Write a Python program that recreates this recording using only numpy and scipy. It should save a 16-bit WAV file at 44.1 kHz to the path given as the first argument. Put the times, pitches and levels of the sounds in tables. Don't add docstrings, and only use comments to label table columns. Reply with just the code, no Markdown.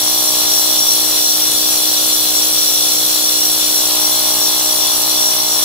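import sys
import numpy as np
from scipy import signal
from scipy.fft import rfft, irfft
from scipy.io import wavfile
from scipy.ndimage import map_coordinates

SR = 44100
rng = np.random.default_rng(int(sys.argv[2]) if len(sys.argv) > 2 else 0)


def wav_record(signal):
    frames = np.transpose(np.atleast_2d(signal))
    bounded = np.clip(frames, -1, 1)
    quanta = np.round(bounded * 32767).astype(np.int16)
    wavfile.write(sys.argv[1], SR, quanta)


N = 248724
HZ = np.fft.rfftfreq(N, 1 / SR)
GEAR = 5


def amp(db):
    return 10 ** (np.asarray(db) / 20)


def evened(x):
    return x / np.sqrt(np.mean(x ** 2) + 1e-20)


def read(points):
    hz, value = np.transpose(points)
    return np.interp(np.log(HZ + 1), np.log(hz), value)


def drift(top_hz, low_hz=0.201):
    coarse_t = np.arange(0, N + 64, 64) / SR
    hz = np.geomspace(low_hz, top_hz, num=24)[:, None]
    phase = hz * coarse_t + rng.random(hz.shape)
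    wave = (np.sin(2 * np.pi * phase) / np.sqrt(hz)).sum(0)
    return np.interp(np.arange(N) / SR, coarse_t, evened(wave))


def control():
    # (time [s], knock strength [dB], scraping strength [dB],
    # swell of the motor hum [dB], swell of the loudest ring [dB])
    cut = [(0, -30.5, -17, 1, 0), (.6, -30.5, -16, 0, 2), (1.3, -33.5, -16.5, .5, 1),
           (2.1, -33, -16, 1.5, -1), (2.7, -35, -16.3, -1, 2), (3.1, -34, -16.5, 0.5, 0.5),
           (3.65, -33.5, -16.5, 1, 0), (4.0, -29.5, -16.5, 1, 0), (4.9, -30, -17, -0.5, 0.5),
           (5.64, -30, -17, -1.5, 3)]
    # (time [s], speed [turns/s])
    speed = [(0, 310.45), (1.85, 310.5), (1.95, 310.15), (2.7, 310.2), (2.85, 307.6), (3.0, 309.15),
             (3.75, 309.7), (3.95, 310.4), (5.64, 310.35)]
    t = np.arange(N) / SR
    motor_speed = np.interp(t, *np.transpose(speed))
    turns = np.cumsum(motor_speed) / SR / GEAR + .02
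    times, *curves = np.transpose(cut)
    knock_db, scrape_db, hum_db, ring_db = (np.interp(t, times, curve) for curve in curves)
    ease_s, ease_length_s, ease_db = 5.42, 0.086, -1.5
    scrape_db = scrape_db + ease_db * np.exp(-((t - ease_s) / ease_length_s) ** 2)
    return turns, knock_db, scrape_db, hum_db, ring_db


def rim(turns, memory):
    places = 768
    fresh = rng.standard_normal((int(turns[-1]) + 3, places))
    worn = signal.lfilter([1], [1, -np.clip(memory, 0, .95)], fresh, axis=0)
    return evened(map_coordinates(worn.ravel(), [turns * places], order=3))


def scrape(turns):
    # (frequency [Hz], share [0-1])
    repeat = [(2000, 0.88), (4500, 0.71), (7000, 0.69), (10000, 0.26), (15000, .1)]
    share = np.clip(read(repeat), 0, 1)
    repeated = share * rfft(rim(turns, 0.5))
    return repeated + np.sqrt(1 - share ** 2) * rfft(rng.standard_normal(N))


def blade(turns, scrape_db, ring_db):
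    # (frequency [Hz], width [Hz], relative left level [dB], relative right level [dB],
    # left leads by [rad], left-right likeness [0-1])
    modes = [(3340, 160, -15, -16, 0.2, 0.45), (3480, 130, -7, -10, 0.7, 0.67),
             (3970, 180, -12, -16, 0.9, 0.34), (4160, 100, -6, -8, -1.3, 0.23),
             (4650, 150, -11, -12, -0.8, 0.26), (4910, 50, -19, -15, -2.9, 0.1),
             (5330, 60, -23, -26, 1.9, 0.06), (5520, 90, -14, -16, 0.0, 0.3), (5650, 70, 0, -1, 2.7, 0.76),
             (5790, 60, -6, -9, -0.8, 0.44), (6800, 130, -9, -11, 1.9, 0.55),
             (7750, 320, -13, -16, -0.2, 0.34), (7830, 70, -21, -11, -0.8, 0.11),
             (8160, 60, -13, -17, -0.5, 0.31), (8920, 300, -11, -13, -2.9, 0.28),
             (9280, 70, -10, -13, -0.5, 0.2), (9740, 170, -13, -14, 2.1, 0.05),
             (9950, 140, -8, -10, -0.4, 0.51), (10880, 130, -15, -17, 0.7, 0.23),
             (11250, 140, -10, -13, -1.8, 0.23), (11730, 430, -14, -14, -1.0, 0.12),
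             (12110, 180, -15, -11, -0.8, 0.28), (12770, 110, -17, -14, 0.8, 0.36),
             (13100, 440, -18, -17, -2.7, 0.16), (13860, 150, -9, -8, 2.3, 0.22),
             (14140, 130, -12, -12, 2.6, 0.3), (14730, 60, -8, -9, 2.8, 0.36),
             (15100, 220, -12, -16, -0.5, 0.22), (15710, 90, -17, -22, 2.4, 0.19)]
    # (frequency [Hz], relative level [dB per Hz])
    grit_curve = [(1200, -37), (2000, -31.5), (3000, -19.5), (4500, -21), (6300, -24.5), (8400, -31),
                  (10500, -28), (12400, -65), (15700, -31)]
    loudest_hz = 5700
    angle = 2 * np.pi * turns
    scrapings = [scrape(turns) for _ in range(7)]
    radiates = 1 / (1 + (2750 / (HZ + 1)) ** 6)
    out = np.zeros((2, N))
    for k, (hz, width, left_db, right_db, lead, same) in enumerate(modes):
        shared = scrapings[k % len(scrapings)]
        apart = scrapings[(k + 3) % len(scrapings)]
        resonance = np.exp(2j * np.pi * rng.random()) / (1 + 2j * (HZ - hz) / width)
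        right = (same * shared + np.sqrt(1 - same ** 2) * apart) * np.exp(-1j * lead)
        pair = np.array([amp(left_db) * shared, amp(right_db) * right])
        ring = irfft(radiates * resonance * pair, N)
        swell_db = ring_db * (abs(hz - loudest_hz) < 200)
        throb_db = .9 * np.cos(angle - 1.8 + .6 * rng.standard_normal())
        out += ring * amp(swell_db + throb_db + 1.21 * drift(30., 2.5))
    grit = irfft(amp(read(grit_curve)) * np.array([scrape(turns), scrape(turns)]), N)
    grit_throb_db = 0.42 * np.cos(angle - 1.5)
    grit_pan_db = np.array([[.7], [-.7]])
    out += grit * amp(1.18 * drift(40., 2.5) + grit_throb_db + grit_pan_db)
    return amp(scrape_db + 4) * evened(out)


def tones(turns, knock_db, hum_db):
    # (multiple of the blade speed, left rms level [dB], right rms level [dB],
    # left leads by [rad], gain per dB of knock strength [dB])
    orders = [(1, -57, -56, -0.3, -0.3), (2, -47, -48, -0.3, 0.3), (3, -58, -56, -0.7, 0.2),
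              (4, -48, -47, -1.1, 0.7), (5, -33, -36, -0.7, -0.1), (6, -41, -49, -0.6, 0.5),
              (7, -40, -49, -0.3, 0.1), (8, -42, -49, 0.3, -1.1), (9, -37, -47, -1.4, -0.2),
              (10, -33, -42, -1.4, 1.2), (11, -41, -49, -2.7, 0.5), (12, -37, -45, -0.6, 0.4),
              (13, -40, -45, -0.3, 1.1), (14, -39, -44, 0.0, 1.7), (15, -48, -44, -0.0, 1.3),
              (16, -41, -45, 0.9, 2.2), (17, -40, -53, -0.6, 1.7), (18, -42, -45, 1.7, 1.2),
              (19, -52, -50, 2.0, 1.3), (20, -49, -45, -0.5, 1.9), (21, -53, -54, 0.9, 0.1),
              (22, -46, -53, 1.5, -0.3), (23, -49, -54, 2.1, 0.0), (24, -54, -55, -0.2, 0.8),
              (26, -53, -55, 0.1, 1.0), (28, -50, -58, -0.6, 1.7), (30, -55, -54, 2.8, 1.1),
              (33, -53, -54, -0.5, 2.5), (34, -52, -56, -0.8, 2.0)]
    whine = [(46, -42, -44, -.1, .5), (56, -38, -39, .5, 0), (57, -37, -41, .9, 0), (64, -38, -40, 1.2, 0),
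             (67, -34, -38, -.6, 0), (65, -41, -43, .3, 0), (73, -41, -43, .2, 0), (91, -33, -34, 2.7, 0),
             (92, -32, -37, 2.4, 0), (94, -41, -42, -.8, 0)]
    out = np.zeros((2, N))
    strength_db = knock_db - knock_db.mean()
    shift = 0.0032 * drift(12.) - 0.0079 * strength_db
    loose = amp(-.8 * strength_db)
    for k, left_db, right_db, lead, follows in orders + whine:
        above = max(k - GEAR - 1, 0)
        sweep = .03 * above ** 2 - (1.5 if k > GEAR else .3)
        scatter = .6 * rng.standard_normal() * (k > GEAR)
        jitter = 0.012 * k * loose * drift(11.0)
        angle = 2 * np.pi * (k * turns + above * shift) + sweep + scatter + jitter
        swell_db = follows * strength_db + (k == GEAR) * hum_db
        flutter_db = (0.68 + 0.045 * k) * drift(15., 1.5)
        size = np.sqrt(2) * evened(amp(swell_db + flutter_db))
        out += size * amp([[left_db], [right_db]]) * np.cos(angle - np.array([[0], [lead]]))
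    return out


def extractor():
    # (frequency [Hz], relative level [dB per Hz])
    air_curve = [(15, 0), (40, -11), (90, -7.5), (200, -4), (400, -1), (700, -0.5), (1200, 1.5),
                 (2000, -4.5), (4000, -14), (9000, -37)]
    # (frequency [Hz], left-right likeness [0-1])
    air_same = [(30, .3), (150, 0.41), (500, 0.17), (1200, 0.42), (2500, 0.11)]
    # (frequency [Hz], left minus right [dB])
    air_pan = [(30, 9), (150, 3.5), (600, 6.5), (2500, 0.5)]
    a, b = rfft(rng.standard_normal((2, N)))
    same = np.clip(read(air_same), 0, 1)
    half_pan = amp(read(air_pan) / 2)
    right = same * a + np.sqrt(1 - same ** 2) * b
    pair = np.array([a * half_pan, right / half_pan])
    flutter = amp(.7 * drift(10., 1.5))
    rush = evened(irfft(pair * amp(read(air_curve)), N))
    return amp(-33.5) * flutter * rush


def scene():
    turns, knock_db, scrape_db, hum_db, ring_db = control()
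    return tones(turns, knock_db, hum_db) + blade(turns, scrape_db, ring_db) + extractor()


def record(dry):
    soft = np.tanh(dry / 1.15) * 1.15
    edge_hz = 15740
    lowpass = signal.firwin(1023, edge_hz, window=("kaiser", 9), fs=SR)
    return signal.oaconvolve(soft, lowpass[None], "same")


dry = scene()
out = record(dry)
wav_record(out)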